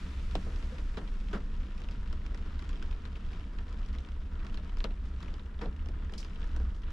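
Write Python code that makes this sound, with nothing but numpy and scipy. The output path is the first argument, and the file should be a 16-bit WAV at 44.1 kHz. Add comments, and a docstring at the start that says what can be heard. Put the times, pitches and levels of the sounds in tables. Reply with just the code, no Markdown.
"""Rain on a parked car, from a stereo microphone pair inside the closed cabin. From the start the far street
rumbles, small drops merge into a patter and a passing car's tyre hiss fades, gone within two seconds.
Heavy drops soon thump the roof sheet overhead, knock the glass and tick as they burst; the hardest dent
the roof. Big drips from a tree splatter over some hundredths of a second, and a few hollow notes sound.
Near the end the cabin air booms once on a low note. The microphones hiss faintly throughout."""
import sys
import numpy as np
from scipy import signal
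from scipy.fft import rfft, irfft, next_fast_len
from scipy.io import wavfile
from scipy.ndimage import uniform_filter1d, map_coordinates

SR = 44100
rng = np.random.default_rng(int(sys.argv[2]) if len(sys.argv) > 2 else 0)


def store_wav(level_fs):
    """Save 16-bit WAV to argv[1]."""
    pcm = np.round(np.clip(np.atleast_2d(level_fs), -1, 1) * 32767)
    wavfile.write(sys.argv[1], SR, pcm.T.astype(np.int16))


N = 305172


def amp(db):
    return 10 ** (np.asarray(db) / 20)

def curves(rows):
    """One value per sample for each column after the time."""
    times, *columns = np.transpose(rows)
    return [np.interp(np.arange(N) / SR, times, column) for column in columns]

def wobble(per_s):
    """A smooth random curve with per_s knots a second."""
    return map_coordinates(rng.standard_normal(int(N * per_s / SR) + 4), [np.arange(N) * per_s / SR])

def filtered(x, response):
    """x shaped by a complex response of frequency."""
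    size = next_fast_len(N + SR // 2)
    return irfft(rfft(x, size) * response(np.fft.rfftfreq(size, 1 / SR)), size)[..., :N]

def resonant(modes, skirt):
    """Resonances under one wide band-pass that steepens the skirts; white noise keeps its rms."""
    low, high = modes[0][0] / skirt, modes[-1][0] * skirt

    def response(f):
        peaks = sum((-1) ** k * amp(db) * 1j * f * width / (hz * hz - f * f + 1j * f * width)
                    for k, (hz, width, db) in enumerate(modes))
        peaks = peaks / (1 + 1j * f / high) ** 2 / (1 + low / (1j * f + 1e-9)) ** 2
        return peaks / np.sqrt(np.mean(np.abs(peaks) ** 2))
    return response

def noise_pair(modes, skirt):
    """Two unrelated noises through the same resonances."""
    return filtered(rng.standard_normal((2, N)), resonant(modes, skirt))

def steadied(x, seconds):
    """Noise held near rms 1 over a short span."""
    return x / np.sqrt(np.abs(uniform_filter1d(x * x, int(seconds * SR))) + 0.029)

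def ring(start, db, pan_db, hz, cycles=24, rise_s=.0003):
    """Sines that lose 60 dB over the given cycles, each reaching one microphone just before the other."""
    start, db, pan_db, hz = [np.asarray(v)[:, None] for v in (start, db, pan_db, hz)]
    lag_s = .00008 * rng.standard_normal(start.shape)
    samples = np.arange(SR // 64)
    t = samples / SR
    index = (np.round(start * SR).astype(int) + samples).ravel()
    fade = (1 - np.exp(-t / rise_s)) * amp(db - 60 * t * hz / cycles)
    waves = [fade * amp(side * pan_db / 2) * np.sin(2 * np.pi * hz * (t + side * lag_s))
             for side in (1, -1)]
    return np.array([np.bincount(index, wave.ravel(), N + SR)[:N] for wave in waves])


# Bass resonances in the cabin: (pitch [Hz], width [Hz], level [dB])
DEEP_MODES, BOOM_MODES = [(21.3, 18.4, 0.5), (38.4, 16.7, -1)], [(63.1, 17, -1.5), (74.8, 22.2, -9)]
# The far street through closed doors: (time [s], deep rumble [dB], cabin boom [dB])
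STREET_LEVELS = [(0, -36.5, -41.5), (.7, -37, -39), (1.3, -35.5, -45.5), (2.2, -37, -39), (2.8, -34, -41.5),
                 (3.3, -39, -43), (3.7, -38.5, -40.5), (4.2, -36.5, -41.5), (4.5, -36.5, -42.5),
                 (5.2, -39.5, -40.5), (6.35, -36.5, -44.5), (6.59, -29.5, -38.5), (6.7, -39, -42.5),
                 (6.79, -36.5, -48.5), (6.92, -37.5, -36)]
def street_rumble(surge_db=2.5):
    """Far traffic reaches the cabin as heaving bass, nearly alike at both microphones."""
    deep_db, boom_db = [db + surge_db * wobble(per_s=7.9) for db in curves(STREET_LEVELS)]
    deep, deep_side = noise_pair(DEEP_MODES, skirt=0.62)
    boom, boom_side = noise_pair(BOOM_MODES, skirt=1.0)
    mid = amp(deep_db) * steadied(deep, 0.163) + amp(boom_db) * steadied(boom, 0.16)
    side = amp(-71.5) * deep_side + amp(-81.0) * boom_side
    return mid + side * [[1], [-1]]

# The microphones' noise floor: (centre [Hz], width [Hz], level [dB])
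HISS_BANDS = [(7040, 4100, -2.5), (10300, 2200, -8)]
def microphone_hiss():
    """Each microphone adds its own smooth hiss, unrelated to the other's."""
    return amp(-82.5) * noise_pair(HISS_BANDS, skirt=1.3)

# Tyres on the wet road outside: (centre [Hz], width [Hz], level [dB])
TYRE_BANDS = [(1400, 920, 0), (2400, 1440, -0.5), (4500, 3000, -6.5), (8600, 5800, -16)]
# The car drawing away: (time [s], level [dB])
TYRE_LEVELS = [(0, -60.5), (.15, -62.5), (.6, -62), (.9, -66.5), (1.3, -70), (1.8, -95), (6.92, -96)]
def passing_tyres():
    """Tyres hiss on the wet road and fade with distance, partly alike at the two microphones."""
    shared, apart = noise_pair(TYRE_BANDS, skirt=1.8)
    return amp(curves(TYRE_LEVELS)[0]) * np.array([shared + 0.78 * apart, 0.92 * (shared - 0.66 * apart)])

def patter(count, size_db, colour_db, pan_db, flurry_db):
    """Blow power of small drops all over the car: most faint, each with its own colour and place."""
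    draw, chance = rng.random((count, 2)), rng.standard_normal((count, 6))
    at = (draw[:, 0] * N).astype(int)
    size = amp(-2 * size_db * np.log(1 - .98 * draw[:, 1]))
    colours, pan = 2 * colour_db * chance[:, :5].T, pan_db * chance[:, 5]
    blows = np.array([[np.bincount(at, size * amp(colour + side * pan), N) for side in (1, -1)]
                      for colour in colours])
    return blows * amp(2 * flurry_db * wobble(per_s=12))

def panel(heavy, fine, level_db, voicing, modes, decay, skirt, wash):
    """Blows shake a panel close to the microphones: one push, a quick shudder, then the cabin's tail."""
    rise, t60, tail_t60, likeness = decay
    tail_db, push_db, lean_db = voicing
    t = np.arange(SR // 4) / SR
    shape = (1 - np.exp(-t / rise)) ** 2 * (amp(-120 * t / t60) + amp(2 * tail_db - 120 * t / tail_t60))
    shape = shape / shape.max()
    patter_power = amp(2 * level_db) * amp([[lean_db], [-lean_db]])
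    blows = heavy + patter_power * (1 - wash) * fine / (fine.mean() * (shape.sum() + amp(2 * push_db)))
    power = np.abs(signal.oaconvolve(blows, shape[None], axes=1)[:, :N])
    power += patter_power * wash  # the share too far and too dense to show single drops
    turn = np.arccos(likeness) / 2
    mid, side = rng.standard_normal((2, N)) * [[np.cos(turn)], [np.sin(turn)]]
    shudder = np.sqrt(power) * [mid + side, mid - side]
    return filtered(shudder + amp(push_db) * np.sqrt(blows), resonant(modes, skirt))

# A drop's five parts are its click, the roof overhead, the glass, its spray and the body shell.
# Their resonances: (pitch [Hz], width [Hz], level [dB])
CLICK_MODES = [(2207, 780, 0), (3120, 1220, 2), (3980, 1280, -2.5)]
ROOF_MODES = [(310.6, 75, 1), (454, 102, 0.5), (595, 140, -2.5), (811, 380, -9.5)]
GLASS_MODES = [(947, 85, 2.5), (1305, 327, 1.5), (1890, 510, -3.5)]
SPRAY_MODES = [(4160, 1330, 0.5), (5230, 1500, 3), (7480, 1500, -6), (9960, 1400, -13), (12300, 3700, -26)]
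SHELL_MODES = [(120, 42.7, -5.5), (196.7, 30.5, 1), (281.4, 70, -7.5)]
# How each dies away: (rise [s], blow t60 [s], cabin tail t60 [s], left-right likeness [0-1])
CLICK_DECAY = (.0003, .007, .08, .5)
ROOF_DECAY = (.0008, .05, .18, .82)
GLASS_DECAY = (.0004, .02, .1, .58)
SPRAY_DECAY = (.0007, .009, .07, .5)
SHELL_DECAY = (.002, .1, .22, .985)
# Each part at the microphones: (cabin tail [dB], first push [dB], left-right [dB])
PART_VOICING = [(-15, -8, 3.5), (-5, 23, 2), (-7.5, 10.5, 3), (-17, -9, 2), (16, 27.5, 1.65)]
# The knocks follow a heavy drop's click: (click [s], roof [s], glass [s], spray [s], shell [s])
PART_LAGS = (0, .0015, .0008, 0, .0015)
# The patter from inside the cabin: (time [s], glass [dB], clicks [dB], spray [dB])
PATTER_LEVELS = [(0, -56.5, -59, -71), (.15, -61, -61, -71.5), (.3, -59.5, -63, -70), (.6, -59, -63, -70.5),
                 (1.08, -62, -65.5, -72.5), (1.7, -60.5, -64, -71), (1.95, -60.5, -64, -70.5),
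                 (2.3, -60.5, -64.5, -73.5), (2.75, -59, -62.5, -69.5), (3.1, -61, -65.5, -73.5),
                 (3.35, -60, -62.5, -70.5), (3.5, -61.5, -67, -74), (3.95, -61, -65, -73),
                 (4.27, -63, -68, -76.5), (4.38, -60.5, -68.5, -75.5), (4.43, -57, -64, -72),
                 (4.52, -60, -65, -73.5), (4.98, -63, -68.5, -75.5), (5.28, -59.5, -63.5, -71),
                 (5.48, -63, -69.5, -78), (5.95, -61.5, -67.5, -77.5), (6.25, -62, -65.5, -71.5),
                 (6.6, -58.5, -65, -72), (6.78, -65.5, -72.5, -76), (6.92, -59.5, -60.5, -78)]
def rain_on_car(heavy_blows):
    """The patter and the heavy blows sound through the same five parts."""
    heavy = [np.roll(part, round(lag * SR), axis=1)[:, :N] for part, lag in zip(heavy_blows, PART_LAGS)]
    fine = patter(count=2200, size_db=2.8, colour_db=3.5, pan_db=2.5, flurry_db=0.6)
    glass_db, click_db, spray_db = curves(PATTER_LEVELS)
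    levels_db = [click_db, glass_db - 0.5, glass_db, spray_db, glass_db + 8.5]
    click, roof, glass, spray, shell = zip(heavy, fine, levels_db, PART_VOICING)
    return (panel(*click, CLICK_MODES, CLICK_DECAY, skirt=1.5, wash=.4)
            + panel(*roof, ROOF_MODES, ROOF_DECAY, skirt=1.4, wash=.45)
            + panel(*glass, GLASS_MODES, GLASS_DECAY, skirt=1.5, wash=.5)
            + panel(*spray, SPRAY_MODES, SPRAY_DECAY, skirt=1.3, wash=.45)
            + panel(*shell, SHELL_MODES, SHELL_DECAY, skirt=1.4, wash=.8))

def small_pings(count=500, centre_hz=3350, fall_db_per_octave=12):
    """Rows for ring(): small drops ring the glass on pitches of their own, the high ones more weakly."""
    draw, chance = rng.random((count, 2)), rng.standard_normal((count, 2))
    start = draw[:, 0] * (N - 1) / SR
    click_db = curves(PATTER_LEVELS)[1][(start * SR).astype(int)]
    size_db = -np.log(1 - .98 * draw[:, 1])
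    octaves = 0.528 * chance[:, 1]
    db = click_db + size_db - fall_db_per_octave * np.maximum(octaves, 0)
    return np.transpose([start, db, 3 * chance[:, 0], centre_hz * 2 ** octaves])

def blow_power(click_db, roof_db, glass_db, spray_db, pan_db):
    """One drop's power per part and microphone; the body shell thumps along with the roof."""
    parts_db = click_db + np.array([0, roof_db, glass_db, spray_db, roof_db - 2.5])
    return amp(2 * parts_db)[:, None] * amp([pan_db, -pan_db])

# The clearest single drops, close by: (time [s], click [dB], roof [dB re click], glass [dB re click],
# spray [dB re click], left-right [dB], ping [Hz])
HEAVY_DROPS = [(0.311, -51, -19, -6, -5, 0, 3500), (0.3528, -36, -5, -8, -6.5, -0.5, 3570),
               (0.5598, -54, -10, -3, -2, -3, 4840), (0.626, -51, -0.5, -2, -15, 1, 4520),
               (0.7826, -48, -9, -8, -13, 2, 1830), (1.0762, -49.5, -12, -11, -15, 1, 3100),
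               (1.655, -65, -7, -10, -14, 0, 2240), (1.667, -64, -15, -9, -8, 0, 1770),
               (1.778, -57, -15, -8, -2, 1, 2500), (1.803, -59, 1, -6, -1, 3, 1530),
               (1.838, -57, -15, -8, -5, 1, 4000), (1.844, -57, -15, -6, -12, 1, 3000),
               (1.911, -55, -15, -4, -4, 1, 5300), (1.918, -56, -15, -4, -6, 1, 4500),
               (1.958, -59, -15, -6, -11, 0, 3000), (2.075, -57, -15, -1, -10, 1, 2500),
               (2.2164, -59, -15, -6, -13, 0, 1900), (2.425, -61, -13, -6, -8, 1, 3000),
               (2.451, -62, -15, -6, -9, 2, 3000), (2.556, -57, -15, -6, -11, 1, 4000),
               (2.641, -55, -15, -6, -12, 3, 3500), (2.662, -59, -15, -4, -15, 1, 2500),
               (2.861, -56, -15, -8, -8, 1, 4000), (3.119, -59, -17, -6, -12, 1, 2980),
               (3.248, -57, -11, -9, -10, 1, 3000), (3.407, -57, -15, -6, -9, 0, 3000),
               (3.829, -60, -15, -10, -9, 1, 4000), (3.839, -62, -15, -7, -6, 1, 3000),
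               (3.886, -55, -15, -8, -6, 1, 4500), (3.929, -56, -15, -8, -10, 1, 4300),
               (4.004, -59, -15, -6, -4, -1, 6000), (4.048, -57, -15, 0, -10, 1, 3500),
               (4.223, -64, -15, -4, -11, 2, 3000), (4.696, -58, -18, -8, -12, -2, 3000),
               (5.727, -61, -15, -6, -7, 4, 3000), (6.071, -62, -13, -6, -9, 0, 3000),
               (6.512, -61, -15, -6, -11, 0, 3000), (6.705, -60, -15, -9, -8, -1, 3000),
               (1.8175, -50, -9, -8, -9, 2, 3080), (1.8871, -51, -8, -4, -9, 2, 2760),
               (2.127, -50, -4, -1.5, -3.5, 4, 3100), (2.263, -50.5, -10, -3, -6, -2, 2820),
               (2.3456, -48.5, -8, -1, -5, 0, 1920), (2.375, -55, -13, -2, -5, 6, 5080),
               (2.529, -57, -1, -4, -24, 0, 1510), (2.592, -49, -24, 0, -5, -2, 3870),
               (2.6229, -52, -3, 3, -7, 1, 5900), (2.653, -56, -16, -10, -9, 2, 1500),
               (2.691, -49.5, -19, 1, -3, 0, 7040), (2.742, -66, -10, -8, -9, 0, 1680),
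               (2.757, -52.5, -21, -18, -14, 0, 3360), (2.774, -57, -13, -12, -11, 0, 4010),
               (2.825, -48, -8, -2, -6, 0, 1500), (2.9107, -53, -10, -9, -8, -2, 2580),
               (3.053, -46, -19, -4, -11, 5, 4020), (3.158, -55, -5, -5, -8, 1, 2580),
               (3.2145, -68, -14, -11, -27, -4, 3000), (3.3312, -53.5, -4.5, -0.5, -7, 0, 2420),
               (3.3955, -54, -5, -6, -24, 1, 2020), (3.586, -47.5, -7.5, -1, -12, 0, 1770),
               (3.635, -60, -8, -4, -21, 0, 2780), (3.6812, -58, -7, 2, -9, 0, 4090),
               (3.727, -55, -7, -3, -6, 5, 4660), (3.861, -54, -13, -16, -4, 0, 5660),
               (3.95, -52, -22, -2, -9, 2, 1980), (3.985, -51, -7, -19, -5, -2, 3500),
               (4.0877, -54.5, -23, -2, -9, -0.5, 2700), (4.1192, -55.5, -24, -13, -8, -2, 2950),
               (4.393, -58, -10, -6, -11, -3, 3490), (4.402, -55.5, -10, 1, -22, 0, 2450),
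               (4.4472, -60, -10, 9, -1, -5, 1510), (4.4664, -49, -15, -4, -8, -2, 3860),
               (4.497, -57, 0, -11, -7, -2, 2860), (4.5433, -49, -8, -4, -3, 2.5, 3300),
               (4.573, -45, -9, -5, -11, 1, 4050), (4.6465, -60, -13, -2, 0, 1, 1510),
               (4.7697, -50, -5, -2, -7, 1, 5200), (4.7846, -56, -19, -13, -1, 2, 4370),
               (4.804, -44.5, -11, -3.5, -12, 1, 4010), (4.8414, -33.5, -5.5, -5, -11.5, 3, 4200),
               (4.9077, -53.5, -2, -10, -17, -2, 2660), (5.204, -53.5, -11, -1, -4, 0, 3140),
               (5.2275, -50.5, -8, 2.5, -2, 2, 3700), (5.281, -52.5, -5, -2, -11, 3, 2200),
               (5.34, -50.5, -7, -15, -9, 3, 4870), (5.395, -51, -9, -4.5, -14, -1, 3010),
               (5.591, -51, -4, -5, -12, 4, 3340), (5.658, -50.5, 3.5, -11, -20, 0, 4100),
               (5.763, -57.5, -18, -8, -7, 0, 2750), (5.8592, -53, 0.5, -14, -7, -2, 5770),
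               (5.8863, -52.5, -0.5, -5, -4, -1, 2830), (6.095, -56.5, -0.5, -2, -10, -3, 1790),
               (6.122, -69, 19, 10, 11, 3, 13200), (6.1368, -46, -10, -5, -3, 4, 3300),
               (6.2288, -48.5, -21, -22, -11, -1, 3020), (6.247, -46, -11, -5, -9, 2, 4870),
               (6.3335, -58.5, -6, -14, -9, 2, 2500), (6.3586, -48.5, -12, -18, -20, -1, 3180),
               (6.404, -60, -14, -8, -15, 6, 2780), (6.4288, -50, -18, -7, -27, -1, 3230),
               (6.563, -50, -1, -3, -2, 0, 1500), (6.599, -58.5, 7, -1, -4, -1, 1570),
               (6.746, -59, -10, 1.5, -9, -1, 3000), (6.8193, -60, -7, -7, -2, -1, 3360),
               (6.834, -54, -9, 0, -15, 2, 2800), (6.879, -57, -4, 1, -13, -5, 2580),
               (6.904, -57, -14, 3, 1, -4, 7900)]
def heavy_drops():
    """Each heavy drop lands as one blow on all five parts."""
    blows = np.zeros((5, 2, N + SR))
    for start, *drop, _ in HEAVY_DROPS:
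        blows[:, :, round(start * SR)] += blow_power(*drop)
    return blows

def drop_pings(above_click_db=9.5):
    """Rows for ring(): the glass rings briefly where a heavy drop lands."""
    return [(start, db + above_click_db, pan_db, hz) for start, db, *_, pan_db, hz in HEAVY_DROPS]

# The roof overhead denting under the hardest drops: (time [s], level [dB], pitch [Hz])
ROOF_DENTS = [(0.3543, -18, 680), (0.3608, -28, 220), (0.974, -33, 700), (1.3395, -28, 1100),
              (4.8428, -38, 700)]
def roof_dents():
    """The dented sheet snaps back within a few cycles."""
    start, db, hz = np.transpose(ROOF_DENTS)
    return -ring(start, db, np.zeros_like(start), hz, cycles=6, rise_s=0.00024)

# Drips from the tree above: (time [s], droplet click [dB], roof [dB re click], glass [dB re click],
# spray [dB re click], left-right [dB], splatter [s], first tap [dB re droplet], ping [dB re click],
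# ping [Hz])
TREE_DRIPS = [(0.464, -76, 16.5, 14, -8, 1, 0.011, 8, 5, 1500),
              (0.971, -51, 0, 0, -10, 1.5, 0.0057, 8, 7, 3630),
              (1.013, -69.5, 7.5, 10, -8, 1, 0.0065, 7.2, 5, 1190),
              (1.33, -49.5, 2.5, 4, -7, 1.4, 0.01, 1, 11, 1330),
              (5.61, -54.5, 3.5, 4, -7.5, 1.2, 0.013, 0.5, 7.8, 1730),
              (6.1782, -58, -16, -20, 8.5, 2, 0.011, 1, 18, 4750)]
def tree_drips(swell_s=0.019, droplets_per_s=1600):
    """A drip lands with one blow, then breaks into a swelling and dying run of droplets."""
    blows, t = np.zeros((5, 2, N + SR)), np.arange(SR // 8) / SR
    for start, *drop, splatter_s, tap_db, _, _ in TREE_DRIPS:
        run = (1.2 - np.exp(-t / swell_s)) * np.exp(-t / splatter_s)
        droplets = (rng.random(len(t)) < droplets_per_s / SR) * rng.exponential(size=len(t)) * run
        droplets[0] = amp(2 * tap_db)
        at = round(start * SR)
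        blows[:, :, at:at + len(t)] += blow_power(*drop)[..., None] * droplets
    return blows

def drip_pings(count=14, scatter_octaves=0.19):
    """Rows for ring(): a drip's droplets ring the glass around one pitch, the late ones more weakly."""
    rows = []
    for start, click_db, *_, pan_db, splatter_s, _, ping_db, hz in TREE_DRIPS:
        late, spread = rng.exponential(size=count), rng.standard_normal((count, 2))
        times = start + 1.5 * splatter_s * late
        levels_db = click_db + ping_db + 3 * spread[:, 0] - 3 * late
        pitches = hz * 2 ** (scatter_octaves * spread[:, 1])
        rows.extend(zip(times, levels_db, [pan_db] * count, pitches))
    return rows

# Hollow notes in the cabin: (time [s], level [dB], pitch [Hz], left-right [dB])
HOLLOW_NOTES = [(0.721, -41.5, 504, 5), (1.352, -35, 190, 0), (5.624, -37.5, 480, 1), (5.648, -41, 520, 1)]
def hollow_notes(rise_s=0.0047, t60_s=0.12):
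    """Short damped notes, perhaps a body panel ringing on after a heavy drop."""
    out, t = np.zeros((2, N + SR)), np.arange(SR // 4) / SR
    for start, db, hz, pan_db in HOLLOW_NOTES:
        note = (1 - np.exp(-t / rise_s)) * amp(db - 60 * t / t60_s) * np.sin(2 * np.pi * hz * t)
        at = round(start * SR)
        out[:, at:at + len(t)] += note * amp([[pan_db / 2], [-pan_db / 2]])
    return out[:, :N]

# The air booming around the microphones: (start [s], end [s], peak rms level [dB], pitch [Hz])
CABIN_SWELL = (6.5, 6.74, -29.5, 61)
def cabin_swell():
    """One smooth rise and fall of the cabin's low note."""
    start, end, db, hz = CABIN_SWELL
    t = np.arange(N) / SR
    arch = np.sin(np.pi * np.clip((t - start) / (end - start), 0, 1))
    return amp(db) * np.sqrt(2) * arch * np.sin(2 * np.pi * hz * t)

def scene():
    """Rain on the car close around the microphones, the street beyond."""
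    rain = rain_on_car(heavy_drops() + tree_drips())
    glass_pings = ring(*np.vstack([small_pings(), drip_pings(), drop_pings()]).T)
    close = rain + glass_pings + roof_dents() + hollow_notes()
    return close + street_rumble() + cabin_swell() + microphone_hiss() + passing_tyres()

# Stereo width of the pair: (frequency [Hz], left-minus-right gain [dB])
PAIR_WIDTH = [(100, 1), (300, -2), (700, 2), (1500, 0), (3500, 0), (5300, -4.5), (8000, 0), (14000, 1)]
# Response of both microphones: (frequency [Hz], gain [dB])
PAIR_RESPONSE = [(20, 0.5), (5000, 0.5), (9000, -1.5), (14000, -1.5)]
# Balance between them: (frequency [Hz], left-right [dB])
PAIR_BALANCE = [(20, 0), (4000, -1.5), (8000, 1), (14000, 4.5)]
def record(dry, top_hz=14200):
    """The pair in the cabin: width varies with pitch, the top leans left and ends at the band limit."""
    def along(points, f):
        hz, db = np.transpose(points)
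        return np.interp(np.log(f + 1), np.log(hz), db)

    def response(f):
        return amp(along(PAIR_RESPONSE, f) + along(PAIR_BALANCE, f) * [[.5], [-.5]]) * (f < top_hz)
    mid = (dry[0] + dry[1]) / 2
    side = filtered((dry[0] - dry[1]) / 2, lambda f: amp(along(PAIR_WIDTH, f)))
    return filtered(np.array([mid + side, mid - side]), response)


dry = scene()
out = record(dry)
store_wav(out)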